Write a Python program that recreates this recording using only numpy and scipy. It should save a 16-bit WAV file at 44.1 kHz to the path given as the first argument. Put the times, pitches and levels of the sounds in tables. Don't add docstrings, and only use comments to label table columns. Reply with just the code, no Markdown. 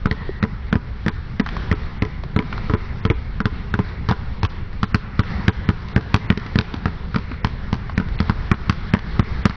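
import sys
import numpy as np
from scipy import signal
from scipy.io import wavfile

SR = 44100
rng = np.random.default_rng(int(sys.argv[2]) if len(sys.argv) > 2 else 0)


def file_out(sig):
    cols = np.atleast_2d(sig).T
    lim = np.clip(cols, -1, 1)
    pcm = np.round(lim * 32767).astype(np.int16)
    wavfile.write(sys.argv[1], SR, pcm)


def invert_db(level):
    return 10 ** (np.asarray(level, dtype=float) / 20)


N = 421596


def rms_one(x):
    return x / np.sqrt(np.mean(x ** 2) + 1e-20)


def in_time(rows):
    return np.interp(np.arange(N) / SR, *np.transpose(rows))


def bandpass(x, low_hz, high_hz):
    return signal.sosfilt(signal.butter(2, [low_hz, high_hz], "band", fs=SR, output="sos"), x)


def band(noise, low_hz, high_hz):
    return rms_one(bandpass(noise, low_hz, high_hz))


def decay(t, t60_s):
    return invert_db(-60 * t / t60_s)


def ring(t, hz, t60_s):
    return np.sin(2 * np.pi * hz * t) * decay(t, t60_s)


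def drift(rate):
    step = 40
    settle = 2000
    r = np.exp(-2 * step * np.pi * rate / SR)
    white = rng.standard_normal(N // step + settle + 2)
    slow = signal.lfilter([1], [1, -2 * r, r * r], white)[settle:]
    return np.interp(np.arange(N) / step, np.arange(len(slow)), rms_one(slow))


def banded_noise(spectrum, patchy_db, rate):
    hz_points, db_points = np.transpose(spectrum)
    octaves = np.log2(hz_points[-1] / hz_points[0])
    edges_hz = np.geomspace(hz_points[0], hz_points[-1], int(3 * octaves) + 2)
    white = rng.standard_normal((2, N + SR))
    together = drift(rate)
    out = 0
    for k, (low_hz, high_hz) in enumerate(zip(edges_hz, edges_hz[1:])):
        noise = bandpass(white[k % 2], low_hz, high_hz)[SR:]
        level_db = np.interp(np.log(low_hz * high_hz) / 2, np.log(hz_points), db_points)
        flicker_db = patchy_db * (0.4 * together + drift(rate))
        out = out + invert_db(level_db + flicker_db) * noise
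    return rms_one(out)


# frequency in Hz, density in dB per Hz.
RUMBLE_SPECTRUM = [(7.1, -51.5), (12, 5), (54, 1.5), (110, -10), (140, -21.5), (240, -120)]
# time in seconds, rumble level in dB.
AIRFLOW = [(0.0, -26), (0.48, -35.5), (0.8, -28.5), (3.06, -31), (3.17, -29.5), (3.91, -34), (4.55, -28),
           (5.86, -35), (7.88, -30.5), (8.2, -23), (8.65, -30), (9.56, -27)]


def ventilation():
    return invert_db(in_time(AIRFLOW) + 1.5) * banded_noise(RUMBLE_SPECTRUM, patchy_db=1.5, rate=3.3)


# start in seconds, boom level in dB, wash level in dB.
FAR_BALLS = [
    (.13, -30, -39),
    (1.47, -21, -34),
    (2.5, -26, -37),
    (3.5, -28, -44.5),
    (5.24, -21, -32),
    (5.9, -31.5, -47),
    (6.8, -30, -45),
    (8.2, -35, -36),
]


def far_swells():
    out = np.zeros((2, N))
    for start_s, boom_db, wash_db in FAR_BALLS:
        t = np.maximum(np.arange(N) / SR - start_s, 0)
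        rise = 1 - np.exp(-t / 0.042)
        out += invert_db([[boom_db], [wash_db]]) * rise * decay(t, 1.3)
    return out


# frequency in Hz, density in dB per Hz.
BOOM_SPECTRUM = [(35, -18.5), (60, 2.5), (89, -1), (210, -8.5), (291, -25.5), (357, -24), (430, -36.5),
                 (500, -23), (650, -53.5), (1100, -120)]
# frequency in Hz, density in dB per Hz.
WASH_SPECTRUM = [(180, -15.5), (300, -4.5), (429, 4.5), (520, -11.5), (698, -3.5), (1030, -1.5),
                 (1590, -2.5), (1800, 0.5), (2680, -14), (3790, -10), (4710, -22), (5780, -10.5),
                 (6400, -51.5), (8320, -71.5), (14100, -120)]
# time in seconds, wash level in dB.
BUSTLE = [(0.0, -45.5), (1.41, -45.5), (1.57, -40), (2.39, -45), (2.55, -39), (3.35, -45.5), (3.83, -41.5),
          (4.85, -45.5), (5.27, -41), (6.44, -40.5), (7.24, -43), (9.56, -38.5)]


def bustle():
    wash_db = in_time(BUSTLE)
    boom_db = -32.5 + 0.44 * (wash_db - wash_db.mean())
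    far_boom, far_wash = far_swells()
    boom = np.hypot(invert_db(boom_db + 2.0), far_boom) * banded_noise(BOOM_SPECTRUM, patchy_db=2.5, rate=16.0)
    wash = np.hypot(invert_db(wash_db + 1.0), far_wash) * banded_noise(WASH_SPECTRUM, patchy_db=1.8, rate=6.0)
    return boom + wash


# start in seconds, end in seconds, centre in Hz, width in Hz, level in dB.
SQUEAKS = [
    (.15, .43, 1880, 150, -44.5),
    (5.32, 5.46, 1940, 200, -45),
    (5.5, 5.68, 2000, 200, -47),
    (6.19, 6.285, 2055, 80, -43),
]


def squeaks():
    t = np.arange(N) / SR
    noise = rng.standard_normal(N)
    out = 0
    for start_s, end_s, hz, width_hz, db in SQUEAKS:
        swell = np.clip(np.minimum(t - start_s, end_s - t) / 0.012, 0, 1)
        out = out + invert_db(db) * swell * band(noise, hz - width_hz / 2, hz + width_hz / 2)
    return out


def hall_tail(x, t60_s, onset_s):
    t = np.arange(2 * SR) / SR
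    buildup = 1 - np.exp(-(t / onset_s) ** 2)
    response = rng.standard_normal(len(t)) * decay(t, t60_s) * buildup
    return signal.fftconvolve(x, response / np.sqrt(np.sum(response ** 2)))[:N]


# start in seconds, frequency in Hz, level in dB, t60 in
# seconds.
THUDS = [(0.292, 385, -13, 0.04), (1.402, 205, -16.5, 0.12), (2.235, 366, -33, 0.12),
         (2.426, 249, -24, 0.16), (3.794, 182, -3.5, 0.054), (5.707, 188, -7, 0.029),
         (6.375, 412, -19, 0.057), (6.374, 199, -10.5, 0.034), (6.46, 252, -21.5, 0.043),
         (6.741, 272, -13.5, 0.027), (6.87, 189, -20.5, 0.094), (7.313, 250, -18, 0.049)]


def floor_thuds():
    size = SR // 10
    t = np.arange(size) / SR
    out = np.zeros(N + 2 * size)
    for start_s, hz, db, t60_s in THUDS:
        at = round(start_s * SR)
        out[at:at + size] += invert_db(db) * ring(t, hz, t60_s) * (1 - np.exp(-t / 0.0003))
    return out[:N]


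# frequency in Hz, level against the stronger of push and shell in dB, t60 in
# seconds.
BALL_MODES = [(425.8, -11.5, 0.082), (320.8, -18.5, 0.019), (457.4, -26.5, 0.097), (996, -22, 0.12),
              (1290, -21, 0.07)]


def bounce(slap_db, slap_hz, push_db, shell_db, tick_db, rough, spot_db, chance, noise):
    t = np.arange(len(noise)) / SR
    contact_s, push_hz, shell_hz = 0.011, 96, 197
    on_floor = np.sin(np.pi / 2 * np.clip(t / 0.0009, 0, 1)) ** 2 / (1 + (t / contact_s) ** 6)
    push = on_floor * np.cos(2 * np.pi * push_hz * t + 0.27)
    shell = (on_floor + 0.04) * ring(t, shell_hz, 0.2)

    modes = 0
    for (hz, db, t60_s), c in zip(BALL_MODES, chance):
        modes = modes + invert_db(db + 0.53 * np.tanh(c)) * ring(t, hz * (1 + 0.025 * c), t60_s)
    modes = modes * (1 - np.exp(-t / 0.0089))
    boards = invert_db(-8.5) * band(noise[::-1], 220, 340) * (1 - np.exp(-t / 0.012)) * decay(t, 0.066)

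    rise = np.clip(t / (0.0001 + 0.002 * rough ** 2), 0, 1)
    smack = rise * np.exp(-(t / (0.002 + 0.003 * rough)) ** 2)
    tone = np.sin(2 * np.pi * slap_hz * t)
    rasp = band(noise, 0.67 * slap_hz, 1.28 * slap_hz)
    slap = smack * ((1 - rough) * tone + 1.07 * rough * rasp)
    slap = slap + 0.17 * band(noise, 750, 1800) * (1 - np.exp(-t / 0.001)) * decay(t, 0.075)
    tick = band(noise[::-1], 1500, 4810) * (smack + 0.059 * decay(t, 0.35))

    low = invert_db(push_db) * push + invert_db(shell_db) * shell
    low = low + invert_db(max(push_db, shell_db) + spot_db) * (modes + boards)
    return invert_db(2.0) * low + invert_db(slap_db + 1.5) * slap + invert_db(tick_db - 0.5) * tick


# start in seconds, slap level in dB, slap frequency in Hz, push level in dB, shell level in dB.
PAIRED = [(0.0574, -11.5, 1430, -10, -13), (0.1121, -12, 1890, -11.5, -20),
          (0.4277, -10.5, 1380, -17, -13.5), (0.4375, -15, 1930, -13.5, -12),
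          (0.7277, -8.5, 1450, -16.5, -9), (0.7549, -15, 1650, -8, -11.5),
          (1.0631, -16, 1790, -18.5, -11.5), (1.0819, -9.5, 1700, -17.5, -14),
          (1.3975, -12, 1890, -28, -10), (1.4015, -16.5, 1710, -41, -20.5),
          (1.7144, -10.5, 1900, -12.5, -13), (1.7264, -13.5, 1281, -14.5, -27),
          (2.022, -12.5, 2100, -11, -16.5), (2.051, -20, 2030, -19, -39),
          (2.3629, -11.5, 1290, -10.5, -11.5), (2.3901, -10, 2220, -17, -10),
          (2.6972, -14.5, 1260, -13.5, -32), (2.7369, -9.5, 1080, -9.5, -14),
          (3.052, -12.5, 1280, -10, -15), (3.1008, -8, 2200, -6, -31.5), (3.4034, -13.5, 1410, -42, -15),
          (3.4556, -10.5, 1340, -11, -16.5), (3.7402, -11, 1440, -13, -19), (3.7905, -11.5, 920, -8, -29.5)]
# start in seconds, slap level in dB, slap frequency in Hz, push level in dB, shell level in dB.
ALTERNATE = [(4.088, -14, 1116, -10, -33), (4.0951, -13.5, 1210, -37, -30), (4.106, -15, 1027, -12, -42),
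             (4.112, -7, 840, -9.5, -12.5), (4.4312, -11.5, 895, -12, -34), (4.4426, -26.5, 966, -16, -31),
             (4.8307, -8.5, 1230, -13, -13.5), (4.9454, -5.5, 1440, -8, -10.5),
             (5.193, -8.5, 1310, -6, -12), (5.481, -5, 1630, -4.5, -5), (5.6895, -7.5, 1460, -7, -8),
             (5.9622, -7, 1660, -3.5, -10), (6.1427, -4.5, 1090, -4.5, -10), (6.3025, -4.5, 1880, -6, -3),
             (6.557, -14, 1760, -10, -10), (6.588, -6.5, 1490, -8.5, -12), (6.8568, -8.5, 1280, -12, -15.5),
             (7.1442, -17.5, 1350, -16.5, -29), (7.1602, -11.5, 1460, -23, -11.5),
            (7.4463, -8.5, 950, -11, -17), (7.7288, -15, 940, -13.5, -13),
            (7.9781, -12.5, 1800, -15.5, -11.5), (7.9994, -16.5, 1380, -24, -11.5),
            (8.2027, -13, 1310, -17.5, -10.5), (8.2967, -7.5, 1076, -11, -11), (8.5152, -2, 1280, -4.5, -6),
            (8.696, -5.5, 1120, -9.5, -10), (8.9374, -4, 1734, -6.5, -3), (9.1945, -6.5, 1160, -3.5, -6.5),
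            (9.4548, 0, 1173, -4.5, -1.5)]
# delay in seconds, slap against the bounce in dB, slap
# frequency in Hz, tick against that slap in dB.
AFTERSLAP = [
    (0.0108, -16, 1130, -20),
]
# start in seconds, slap level in dB, slap frequency in Hz, tick level in dB.
TAPS = [(1.462, -19.5, 1290, -34), (1.471, -29.5, 1290, -37.5), (1.488, -24, 1300, -30),
        (1.566, -23, 1330, -35), (2.2358, -26.5, 807, -35.5), (2.5265, -19, 1580, -46.5),
        (2.5773, -24, 1300, -37), (2.423, -27.5, 1200, -39), (3.074, -29, 1660, -46),
        (4.126, -24, 1055, -43), (4.4496, -17.5, 1120, -21), (5.2342, -24, 1570, -41),
        (4.729, -40, 1520, -42), (5.8848, -44, 1800, -34), (6.009, -27.5, 1210, -33),
        (6.374, -22.5, 1580, -22.5), (6.463, -28.5, 1344, -34.5), (6.7395, -24.5, 1040, -27.5),
        (7.315, -24, 1500, -52.5), (7.7406, -23, 1120, -31.5), (7.8953, -22, 1150, -44),
        (8.085, -33.5, 1500, -38.5), (8.1886, -27, 1910, -31), (8.9485, -10.5, 980, -44),
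        (8.99, -23, 1540, -33), (9.5073, -20, 1650, -45)]


def contact_list():
    rough, no_weight_db = 0.7, -40
    hits = PAIRED + ALTERNATE
    tick_under_db = [-17, -13.5] * (len(PAIRED) // 2) + [-12.5] * (len(hits) - len(PAIRED))
    luck = np.tanh(rng.standard_normal((len(hits), 1 + len(AFTERSLAP), 3)))
    rows = []
    for hit, under_db, c in zip(hits, tick_under_db, luck):
        start_s, slap_db = hit[:2]
        rows.append((*hit, slap_db + under_db + 6.5 * c[0, 0], 0.2))
        for (delay_s, db, hz, tick_db), (late, loud, high) in zip(AFTERSLAP, c[1:]):
            after_s = start_s + delay_s + 0.001 * late
            after_db = slap_db + db + 3 * loud
            after_hz = hz + 120 * high
            rows.append((after_s, after_db, after_hz, no_weight_db, no_weight_db, after_db + tick_db, rough))
    for start_s, slap_db, slap_hz, tick_db in TAPS:
        rows.append((start_s, slap_db, slap_hz, no_weight_db, no_weight_db, tick_db, rough))
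    return rows


# time in seconds, ringing level in dB.
SPOT = [(0, 3), (2.5, 10), (4.6, 2), (5.0, 2), (7.0, 2), (9.56, -4.5)]
# time in seconds, extra path in metres, echo level in dB.
WALL = [(0, 4.8, -12.5), (2.0, 3.76, -21.5), (2.7, 4.0, -13), (3.4, 3.39, -15), (4.4, 3.37, -11.5),
        (4.95, 3.27, -12), (5.7, 4.13, -13), (5.961, 5.4, -8), (6.3, 7.66, -13), (6.859, 8.2, -10.5),
        (8.3, 8.4, -14.5), (8.698, 10, -14.5), (9.2, 11, -16.5), (9.46, 14.3, -14.5)]


def dribbling():
    size, sound_m_per_s = SR // 10, 343
    contacts = contact_list()
    chance = rng.standard_normal((len(contacts), len(BALL_MODES)))
    noise = rng.standard_normal((len(contacts), size))
    wall_s, path_m, wall_db = np.transpose(WALL)
    out = np.zeros(N + 2 * size)
    for (start_s, *levels), c, n in zip(contacts, chance, noise):
        spot_db = np.interp(start_s, *np.transpose(SPOT))
        sound = bounce(*levels, spot_db, c, n)
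        at = round((start_s - 0.0003) * SR)
        out[at:at + size] += sound
        at += round(np.interp(start_s, wall_s, path_m) / sound_m_per_s * SR)
        out[at:at + size] += invert_db(np.interp(start_s, wall_s, wall_db)) * sound
    return out[:N]


def scene():
    background = ventilation() + bustle() + squeaks()
    near = dribbling() + floor_thuds()
    slaps = bandpass(near, 650, 3000)
    hall = invert_db(-17.5) * hall_tail(slaps, t60_s=1.1, onset_s=0.043)
    return (background + near + hall)[None]


def gain_control(x, knee_db, slope, release_db_per_s, attack_s):
    fall_db = release_db_per_s * np.arange(N) / SR
    held_db = np.maximum.accumulate(20 * np.log10(np.abs(x) + 1e-9) + fall_db, axis=-1) - fall_db
    r = np.exp(-1 / (attack_s * SR))
    cut_db = signal.lfilter([1 - r], [1, -r], slope * np.maximum(held_db - knee_db, 0))
    return x * invert_db(-cut_db)


GAPS = [.085, .415, .708, 1.105, 1.425, 1.745, 2.004, 2.375, 2.765, 3.021, 3.085, 3.135, 3.436, 3.718,
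        4.412, 4.475, 4.862, 4.934, 5.225, 5.511, 5.67, 5.943, 6.281, 7.426, 7.95, 8.177, 8.53, 8.92, 9.221,
        9.437]
# low edge in Hz, high edge in Hz, chance of loss 0-1.
GAP_BANDS = [(2700, 3200, .25), (3200, 3900, .3), (3900, 4600, .6), (4600, 5400, .9), (5400, 9000, 1)]


def treble_gaps(x):
    shortest_s, spread_s = 0.016, 0.018
    luck = rng.random((len(GAPS), len(GAP_BANDS), 3))
    for k, (low_hz, high_hz, chance) in enumerate(GAP_BANDS):
        gap = np.zeros(N)
        for middle_s, (lost, late, longer) in zip(GAPS, luck[:, k]):
            size = round((shortest_s * np.sqrt(chance) + spread_s * longer) * SR)
            at = round((middle_s + spread_s * (late - 0.5)) * SR) - size // 2
            gap[at:at + size] = (lost < chance) * signal.windows.tukey(size, 0.3)
        edges_hz = [0.97 * low_hz, 1.03 * high_hz]
        steep = signal.ellip(4, 0.05, 30, edges_hz, "band", fs=SR, output="sos")
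        x = x - gap * signal.sosfiltfilt(steep, x)
    return x


def top_cut(x):
    return signal.sosfilt(signal.butter(12, 12500, fs=SR, output="sos"), x)


def record(dry):
    x = signal.sosfilt(signal.cheby2(8, 50, 7560, fs=SR, output="sos"), dry)
    x = gain_control(x, knee_db=-11.0, slope=0.44, release_db_per_s=144, attack_s=0.013)
    x = x / (1 + np.abs(x / 0.66) ** 24) ** (1 / 24)
    x = treble_gaps(x)
    body = signal.sosfiltfilt(signal.butter(4, 6300, fs=SR, output="sos"), x)
    x = body + invert_db(-10) * (x - body)
    x = signal.sosfilt(signal.cheby2(8, 45, 12300, fs=SR, output="sos"), x)
    x = x * np.clip((N - np.arange(N)) / (0.004 * SR), 0, 1)
    return top_cut(x)


dry = scene()
out = record(dry)
file_out(out)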